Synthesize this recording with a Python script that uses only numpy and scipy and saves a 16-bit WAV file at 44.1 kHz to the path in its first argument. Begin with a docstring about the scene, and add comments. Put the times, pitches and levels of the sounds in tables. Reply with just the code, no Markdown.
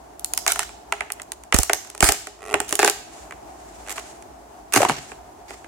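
"""Fibreglass mould prised off its base

A workshop, the mould close to two microphone ports, with a low background rush and a rustling sleeve.
The bond lets go in single snaps, a creak and runs of tearing; each crack sends a bending wave through
the laminate and rings the hollow shell. The loosened edge judders, knocks, booms and fans air, mostly
at the right port. Near surfaces slap back and a bright room answers with diffuse echoes."""
import sys
import numpy as np
from scipy import signal
from scipy.fft import rfft, irfft
from scipy.io import wavfile

SR = 44100
rng = np.random.default_rng(int(sys.argv[2]) if len(sys.argv) > 2 else 0)


def put_to_file(sound):
    """Save the sound as 16-bit audio at rate SR, in the file named by the first command-line argument."""
    columns = np.atleast_2d(sound).T  # one column per channel
    safe = np.clip(columns, -1, 1)
    whole_steps = np.round(safe * 32767)
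    wavfile.write(sys.argv[1], SR, whole_steps.astype(np.int16))


N = 250047
TIME = np.arange(N) / SR
AGE = TIME[:2 ** 13]  # seconds since the start of an event

# Colour of the background rush: [pitch_hz, relative_level_db per Hz]
RUSH_COLOUR = [(25, -48), (55, 6), (80, -7.5), (130, -12), (210, -11.5), (320, -4), (410, -4.5), (510, -13),
               (700, 2.5), (1200, -13), (2100, -22), (3800, -28.5), (7000, -25), (16000, -37)]
# Course of the background rush, before its overall gain: [time_s, level_db]
RUSH_LEVEL = [(0.0, -49.5), (0.44, -46), (2.46, -50.5), (2.7, -46), (2.92, -49), (3.16, -44.5),
              (5.67, -47.5)]
# Sleeve rustles as the arm moves: [peak_s, half_length_s, level_db]
RUSTLES = [(3.165, 0.11, -47.5), (3.821, 0.32, -51.5), (4.01, 0.12, -46), (5.032, 0.11, -44.5),
           (5.558, 0.085, -51.5)]
# Colour of the room's answer: [pitch_hz, relative_level_db]
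ROOM_COLOUR = [(100, 5), (400, -10.5), (1000, -4.5), (2500, -3), (4500, 0.5), (7000, 1), (10000, -3.5),
               (16000, -0.5)]
# Time for the room to die by 60 dB: [pitch_hz, t60_s]
ROOM_T60 = [(100, 0.75), (700, 0.38), (2500, 0.61), (6500, 0.63), (10000, 0.32), (16000, 0.34)]
# Near surfaces: [left_delay_s, right_delay_s, level_db]
NEAR_SURFACES = [(0.0104, .0116, -22), (0.0137, 0.012, -17), (.0172, .0174, -21)]
# Treble difference between the two microphone ports: [pitch_hz, left_minus_right_db]
PORT_COLOUR = [(300, -3), (700, 4), (1300, -2.5), (2400, -5), (4400, 5.5), (6200, 6), (8000, -4),
               (10000, -10.5), (13000, 0)]

# The edge springs free, booms and pushes air from the gap: [start_s, puff_level_db]
PUFFS = [(1.543, -4), (1.588, -6), (2.03, -4), (2.088, -14)]
# The freed shell and a loose wedge knock on the base: [start_s, pitch_hz, level_db]
KNOCKS = [(1.525, 2010, -9.5), (1.697, 660, -18.5), (2.54, 1223, -10), (2.794, 770, -12), (2.829, 1180, -9),
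          (2.837, 480, -20), (3.979, 1090, -27), (4.761, 115.7, -28.5), (4.773, 290, -22.5),
          (4.804, 576, -12), (4.818, 720, -9), (4.8295, 763, -6.5), (4.85, 950, -8.5), (4.86, 720, -18),
          (4.902, 140, -32)]
# Course of the stick-slip creak: [time_s, slips_per_s, level_db]
CREAK = [(2.391, 64, -47), (2.429, 95, -34), (2.48, 100, -32), (2.533, 122, -25.5)]
# Resonances of the creaking edge: [pitch_hz, width_hz, level_db]
CREAK_MODES = [(423, 18, -1.5), (720, 180, 5), (1150, 96, -5), (1300, 77, -5), (1940, 100, -7.5),
               (2470, 190, -4), (6740, 2700, -12), (9900, 1600, -10)]
# Runs of tearing fibres and scraping: [start_s, end_s, plate_level_db, snap_level_db]
TEARS = [(0.474, 0.527, -27, -27), (0.593, 0.637, -32, -34.5), (1.534, 1.624, -55, -33.5),
         (2.025, 2.098, -27.5, -18.5), (2.103, 2.148, -33, -41), (2.68, 2.765, -46, -37.5),
         (2.792, 2.891, -25, -28.5), (3.894, 3.928, -44, -33.5), (3.959, 3.999, -39, -40.5),
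         (4.723, 4.731, -38, -29), (4.731, 4.778, -22.5, -20.5), (4.777, 4.852, -32, -30),
         (4.885, 4.924, -28, -36), (4.921, 4.994, -37, -46), (5.482, 5.551, -45, -51)]
# Spells of strain in which stray fibres tick: [start_s, end_s]
STRAIN = [(1.8, 2), (2.6, 2.72)]

# Single cracks, before the plate and snap balance: [start_s, level_db, snap_over_plate_db]
CRACKS = [(.1949, -58.5, 22.5), (0.2453, -38.5, 18.5), (0.3358, -32.5, 14), (0.376, -27.5, 13),
          (0.4644, -17.5, -1.5), (.4783, -19, 8), (0.5201, -25.5, 13), (0.5588, -24, -4),
          (0.5923, -19, 3.5), (0.6296, -31, -3), (.6921, -38.5, -3), (0.9232, -14.5, -7),
          (1.007, -18.5, -12), (1.1024, -27, -9), (1.1206, -45, 22), (1.1978, -32, -8),
          (1.2181, -42.5, 12.5), (1.3193, -33.5, 9), (1.4363, -48, 9), (1.5244, -11.5, -7.5),
          (1.543, -17, 7.5), (1.5469, -19, 2), (1.5637, -22.5, 4.5), (1.5872, -22.5, 13.5),
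          (1.632, -28.5, 13.5), (1.6963, -13, -9), (1.7324, -19, 9), (1.9494, -36, 1), (1.9778, -42.5, 8),
          (2.0056, -20.5, 8.5), (2.026, -8.5, -2.5), (2.0416, -17.5, 4), (2.0888, -12, 5),
          (2.121, -25, 11.5), (2.2707, -31, 0), (2.541, -10.5, -8), (2.602, -21, 3.5), (2.6924, -47.5, 19),
          (2.709, -34, 5), (2.7257, -20.5, 5.5), (2.7539, -33.5, 15.5), (2.7914, -15.5, 1.5),
          (2.8298, -12, -5), (2.8463, -12.5, 3.5), (2.8767, -13.5, 0.5), (2.8977, -26, 11.5),
          (3.309, -32.5, -8.5), (3.3227, -32.5, -10), (3.9807, -27.5, -9), (4.2235, -46, 4),
          (4.7373, -33, 19), (4.7407, -22, -4), (4.7613, -11.5, 0.5), (4.772, -15.5, -5),
          (4.8179, -20.5, 1.5), (4.8298, -23, -4), (4.8496, -17.5, -6), (4.889, -30, 5),
          (4.8961, -13.5, -8.5), (5.1172, -33.5, -10.5), (5.5068, -34.5, -6.5), (5.6444, -38, -9.5)]
# Ring of the freed shell over time: [time_s, lowest_hz, ring_over_boom_db, boom_over_crack_db]
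FREE_SPAN = [(1, 645, -13.5, -10.5), (1.56, 430, -11, -13), (1.69, 344, -6.5, -9), (2.85, 321, -4.5, -6.5),
             (3.3, 450, -19, -12), (4.83, 267, -14, -4)]
# Ringing modes of the shell: [pitch_hz, relative_level_db, t60_s]
SHELL_MODES = [(301.2, -7.5, 0.14), (347, -8, 0.14), (413.4, 4.5, 0.17), (615.5, -3, 0.16),
               (682, -11.5, 0.19), (789, -9, 0.29), (831, 1, 0.1), (1117, -12, 0.113), (1320, -14, .15),
               (1825, -14, 0.3), (1950, -11.5, 0.12), (2840, -17, 0.13)]
# Colour of the laminate: [pitch_hz, relative_level_db per Hz]
LAMINATE = [(280, -1), (420, 1.5), (520, -6), (740, 1), (1000, -1.5), (1300, 2), (1950, 0), (2600, -1.5),
            (3400, -4.5), (5000, -4), (7300, 3), (9000, -1.5), (11500, -6.5), (16000, -12.5)]
# Upper edges of a crack's bands, shell, plate, snap and sharp edge: [pitch_hz]
BAND_EDGES_HZ = [900, 2900, 10000, 16000]
# Opening span over which each of those bands is levelled: [length_s]
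ATTACK_S = [.012, .005, .005, .005]

# Balance within a crack
PLATE_DB, SNAP_DB = -1.4, -2.5
EDGE_DB, EDGE_PER_BRIGHT = -10.5, 0.44  # second: extra dB over the snap's, per dB of brightness
# Snaps between these times sound close, dry and round-edged
DRY_FROM_S, DRY_TO_S, DRY_ROOM_DB, DRY_EDGE_DB = 1.11, 1.5, -7, -1.5
JUDDER_START_S, JUDDER_PER_S, JUDDER_DB, JUDDER_TAPER_DB = 3.8645, 100, -32, 10.5
KNOCK_CYCLES = 1.52  # a knock's swell peaks after this many cycles
SWING_HZ, SWING_DECAY_S, SPRING_BOOM_DB = 60, 0.0096, -30
TOP_HZ = 15900


def undb(db):
    """Decibels to gain."""
    return 10 ** (np.asarray(db) / 20)


def unit(x):
    """Scale to rms 1."""
    return x / np.sqrt(np.mean(x ** 2) + 1e-18)


def add(out, start_s, x):
    """Mix x into out from start_s."""
    i = max(int(start_s * SR), 0)
    out[:, i:i + x.shape[-1]] += x[..., :N - i]


def pan(left_minus_right_db):
    """Gains of the left and right ports for a level difference."""
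    return undb(np.array([[left_minus_right_db], [-left_minus_right_db]]) / 2)


def band(x, lo_hz, hi_hz, order=2):
    """Causal band-pass."""
    edges_hz = [lo_hz, min(hi_hz, SR / 2 - 100)]
    return signal.sosfilt(signal.butter(order, edges_hz, "band", fs=SR, output="sos"), x)


def along(points, hz):
    """Read [pitch_hz, value] points on a log-frequency axis."""
    f, value = np.transpose(points)
    return np.interp(np.log(hz + 1), np.log(f), value)


def colour(x, points):
    """Minimum-phase filter with the response of [pitch_hz, level_db] points."""
    size = 2 ** 10
    gain = undb(along(points, np.fft.rfftfreq(size, 1 / SR)))
    cepstrum = irfft(np.log(gain))
    # fold the cepstrum forward in time so the filter is causal
    cepstrum[1:size // 2] *= 2
    cepstrum[size // 2 + 1:] = 0
    impulse = irfft(np.exp(rfft(cepstrum)))
    return signal.fftconvolve(x, impulse[None], axes=1)[:, :x.shape[1]]


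def pair(size, apart_hz):
    """Noise at two ports: more alike the further below apart_hz, unrelated above."""
    mid, side = rfft(rng.standard_normal((2, size)))
    share = np.clip(np.fft.rfftfreq(size, 1 / SR) / apart_hz, .25, 1)
    ports_spectrum = mid + share * side * np.array([[1], [-1]])
    return irfft(ports_spectrum / np.sqrt(1 + share ** 2), size)


def wander(count):
    """Random values joined by straight lines over the whole scene."""
    return np.interp(TIME, np.linspace(0, TIME[-1], count), rng.standard_normal(count))


def background(rush_db=3):
    """Low shaped noise fills the workshop; a sleeve rustles as the arm moves, its level flickering."""
    level_db = rush_db + np.interp(TIME, *np.transpose(RUSH_LEVEL))
    rush_gain = undb(along(RUSH_COLOUR, np.fft.rfftfreq(N, 1 / SR)))
    rush = unit(irfft(rfft(pair(N, 650)) * rush_gain, N))
    moves = sum(undb(db) * np.exp(-((TIME - s) / half_s) ** 2) for s, half_s, db in RUSTLES)
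    sleeve = unit(band(colour(pair(N, 1980), LAMINATE), 1100, 9700))
    return rush * undb(level_db + wander(2 ** 7)) + sleeve * moves * undb(2 * wander(2 ** 8))


def room(x, wet_db=-12.0, build_s=0.0011, gap_s=0.011):
    """Diffuse echoes of the workshop after a short gap, each octave dying at its own rate."""
    age = TIME[:SR]
    noise = rfft(pair(SR, 1340))
    octave = np.log2(np.arange(SR // 2 + 1) + 1)
    centres = np.arange(7, 15)  # octaves, as powers of two in Hz
    tail = 0
    for c in centres:
        share = np.interp(octave, centres, centres == c)
        tail = tail + irfft(noise * share) * undb(-60 * age / along(ROOM_T60, 2. ** c))
    build = 1 - np.exp(-np.maximum(age - gap_s, 0) / build_s)
    tail = colour(unit(tail * build) / np.sqrt(SR), ROOM_COLOUR)
    return undb(wet_db) * signal.fftconvolve(x, tail, axes=1)[:, :N]


def echoes(x):
    """Slaps from near surfaces, reaching the two ports at slightly different delays."""
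    out = np.zeros((2, N))
    for *delays_s, db in NEAR_SURFACES:
        for port, delay_s in enumerate(delays_s):
            add(out[port:port + 1], delay_s, undb(db) * x[port])
    return out


def ports(x):
    """Close sound reaches each port with its own treble colour, half the difference on each side."""
    heard = []
    for port, side in enumerate((1, -1)):
        points = [(hz, side * db / 2) for hz, db in PORT_COLOUR]
        heard.append(colour(x[port:port + 1], points))
    return np.vstack(heard)


def puffs(eddy_db=-8, eddy_s=0.0044):
    """The swinging edge fans air as a damped low sine, mostly at the right port; eddies add a thump."""
    out = np.zeros((2, N))
    port_gain = undb([[-21], [1]])
    swing = np.exp(-AGE / SWING_DECAY_S) * np.sin(2 * np.pi * SWING_HZ * AGE) * port_gain
    for s, db in PUFFS:
        eddies = np.exp(-AGE / eddy_s) * unit(band(pair(len(AGE), 250), 39, 306)) * pan(-13.5)
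        add(out, s, undb(db) * (swing + undb(eddy_db) * eddies))
    return out


def knocks(rattle=0.39):
    """Soft contacts swell and die within a few cycles, with a little rattle."""
    out = np.zeros((2, N))
    for s, hz, db in KNOCKS:
        progress = AGE * hz / KNOCK_CYCLES
        noise = unit(band(pair(len(AGE), 2500), hz / 2, hz * 2))
        body = np.sin(2 * np.pi * hz * AGE) + rattle * noise
        add(out, s, undb(db) * progress * np.exp(1 - progress) * body)
    return out


def creak(count=32, uneven_db=2.5, pitch_wander=.04, grit_db=-3):
    """The edge slips in quickening, gritty steps; each rings the resonances a little differently."""
    out = np.zeros((2, N))
    age = AGE[:2 ** 11]
    times, rate, db = np.transpose(CREAK)
    hz, width, mode_db = np.transpose(CREAK_MODES)[:, :, None]
    fade = undb(mode_db) * np.exp(-np.pi * width * age)
    looseness = np.clip(width / 150, 0, 1) ** 2  # the narrowest mode stays almost put
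    s = times[0]
    for wait, shift, *weights in rng.standard_normal((count, len(hz) + 2)):
        grit = undb(grit_db) * unit(colour(pair(len(age), 2500), LAMINATE)) * np.exp(-age / 0.0022)
        if s < times[-1]:
            pitch = hz * (1 + pitch_wander * shift * looseness)
            ring = undb(uneven_db * np.array(weights)) @ (fade * np.sin(2 * np.pi * pitch * age))
            add(out, s, undb(np.interp(s, times, db)) * (ring + grit) * pan(-2.5))
        s += np.exp(0.14 * wait) / np.interp(s, times, rate)
    return band(out + 1e-18, 455, 12000)


def free_span(s):
    """Lowest frequency, ring level and boom level of the loose part at time s."""
    times, *columns = np.transpose(FREE_SPAN)
    return [np.interp(s, times, column) for column in columns]


def fibres(clicks, ring_s=0.00076, plate_s=0.0013):
    """Tiny fractures as the flexing plate and the brittle resin pass them on."""
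    parts = []
    for decay_s in (plate_s, ring_s):
        response = pair(len(AGE), 3400) * np.exp(-AGE / decay_s)
        parts.append(colour(signal.fftconvolve(clicks[None], response, axes=1), LAMINATE))
    return parts


def tearing(per_s=750, spread_db=2.0, count=3):
    """Dense runs of fibres letting go at several places, a few louder than the rest."""
    out = np.zeros((2, N))
    shape = (count, len(AGE))
    for start, end, plate_db, snap_db in TEARS:
        running = AGE < end - start
        sizes = undb(spread_db * np.minimum(rng.exponential(size=shape), 3))
        sizes = sizes * rng.choice([-1, 1], shape)
        clicks = sizes * running * (rng.random(shape) < per_s / count / SR)
        plate, snap = np.sum([fibres(place) for place in clicks], axis=0)[..., :len(AGE)]
        plate = band(plate, free_span(start)[0], 4700, order=3)
        snap = band(snap, 2000, 19000)
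        for db, part in ((plate_db, plate), (snap_db, snap)):
            add(out, start, undb(db) * part / (np.std(part[:, running]) + 1e-9) * pan(-1.7))
    return out


def dry_spell(s):
    """True while the snaps sound close and dry."""
    return (s > DRY_FROM_S) & (s < DRY_TO_S)


def shell_modes():
    """The free ringing of each mode of the shell."""
    hz, db, t60 = np.transpose(SHELL_MODES)[:, :, None]
    return np.sin(2 * np.pi * hz * AGE) * undb(db - 60 * AGE / t60)


def bending_wave(travel_s):
    """A click spread by the plate: delay is travel_s at 1 kHz, falling as one over root frequency."""
    khz = np.fft.rfftfreq(len(AGE), 1 / SR) / 1000
    return irfft(np.exp(-4j * np.pi * 1000 * travel_s * np.sqrt(khz)))


def crack_levels(s, db, bright_db):
    """Levels of shell, plate, snap and sharp edge; a brighter crack has a sharper edge."""
    edge_db = EDGE_DB + (1 + EDGE_PER_BRIGHT) * bright_db + DRY_EDGE_DB * dry_spell(s)
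    return db + np.array([free_span(s)[2], PLATE_DB, SNAP_DB + bright_db, edge_db])


def crack(s, levels_db, modes, travel_s=0.000701, direct=5.4, scatter_s=0.00021):
    """A fracture: direct bending wave, waves scattered from the edges, and the ring of the shell."""
    # one value per band: shell, plate, snap, sharp edge
    fast_s = [0.0062, 0.0024, 0.002, 0.0004]
    slow_s = [0.022, 0.011, 0.0027, 0.0026]
    slow_db = [-15.0, -18.0, -12.5, -12.0]
    lowest_hz, ring_db, _ = free_span(s)
    edges = [lowest_hz] + list(BAND_EDGES_HZ)
    travel = travel_s * np.exp(0.208 * rng.standard_normal())
    wave = np.array([bending_wave(travel), bending_wave(travel * 1.057)])  # left, right
    scatter = pair(len(AGE), 2900) * (1 - np.exp(-AGE / scatter_s))
    out = 0
    for k, db in enumerate(levels_db):
        fade = np.exp(-AGE / fast_s[k]) + undb(slow_db[k]) * np.exp(-AGE / slow_s[k])
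        part = band(colour(direct * wave + scatter * fade, LAMINATE), edges[k], edges[k + 1], order=3)
        out = out + undb(db) * part / np.std(part[:, :int(ATTACK_S[k] * SR)])
    # each place excites the modes differently
    strength = undb(rng.standard_normal(len(modes))) * rng.choice([-1, 1], len(modes))
    return out * pan(-1.6) + undb(levels_db[0] + ring_db) * (strength @ modes)


def booms(late_s=0.00184, duller_db=-7):
    """Each time the edge springs free, the hollow shell takes a dull blow."""
    out = np.zeros((2, N))
    modes = shell_modes()
    levels_db = SPRING_BOOM_DB + duller_db * np.arange(len(BAND_EDGES_HZ))
    for s, _ in PUFFS:
        add(out, s + late_s, crack(s, levels_db, modes))
    return out


def judder(count=7, first_bright_db=-5, last_bright_db=4):
    """The shell judders over its base: even slips, loudest mid-run and ever brighter."""
    out = np.zeros((2, N))
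    modes = shell_modes()
    for k, progress in enumerate(np.linspace(0, 1, count)):
        s = JUDDER_START_S + k / JUDDER_PER_S
        db = JUDDER_DB - JUDDER_TAPER_DB * (2 * progress - 1) ** 2
        bright_db = first_bright_db + progress * (last_bright_db - first_bright_db)
        add(out, s, crack(s, crack_levels(s, db, bright_db), modes))
    return out


def ticks(count=4, db=-48, bright_db=6, spread_db=3):
    """Faint snaps of stray fibres, scattered over each spell of strain."""
    out = np.zeros((2, N))
    modes = shell_modes()
    for start, end in STRAIN:
        times = start + (end - start) * (np.arange(count) + rng.random(count)) / count
        for s, (louder, brighter) in zip(times, spread_db * rng.standard_normal((count, 2))):
            add(out, s, crack(s, crack_levels(s, db + louder, bright_db + brighter), modes))
    return out


def cracks(lead_db=-21, lead_s=0.0013):
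    """All the single snaps; a few fibres give way in a rising hiss just before each one."""
    out = np.zeros((2, N))
    modes = shell_modes()
    before = AGE[:2 ** 9][::-1]  # seconds left until the snap
    noise = rng.standard_normal((len(CRACKS), 2, len(before)))
    first_fibres = unit(band(noise, 4300, 13000)) * np.exp(-before / lead_s)
    for (s, db, bright_db), lead in zip(CRACKS, first_fibres):
        add(out, s, crack(s, crack_levels(s, db, bright_db), modes))
        add(out, s - before[0], undb(db + bright_db + lead_db) * lead)
    return out


def scene():
    """The mould at the microphone ports, with its echoes, room, puffs of air and background."""
    mould = knocks() + creak() + tearing() + booms() + judder() + ticks() + cracks()
    to_room = mould * undb(DRY_ROOM_DB * dry_spell(TIME))
    return background() + room(to_room) + echoes(mould) + puffs() + ports(mould)


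def record(dry, low_hz=35):
    """The recorder drops the deepest bass, flattens the hardest peaks and cuts the top."""
    dry = signal.sosfilt(signal.butter(3, low_hz, "high", fs=SR, output="sos"), dry)
    rounded = dry / (1 + dry ** 4) ** (1 / 4)
    return signal.sosfilt(signal.ellip(8, .2, 70, TOP_HZ, fs=SR, output="sos"), rounded)


dry = scene()
out = record(dry)
put_to_file(out)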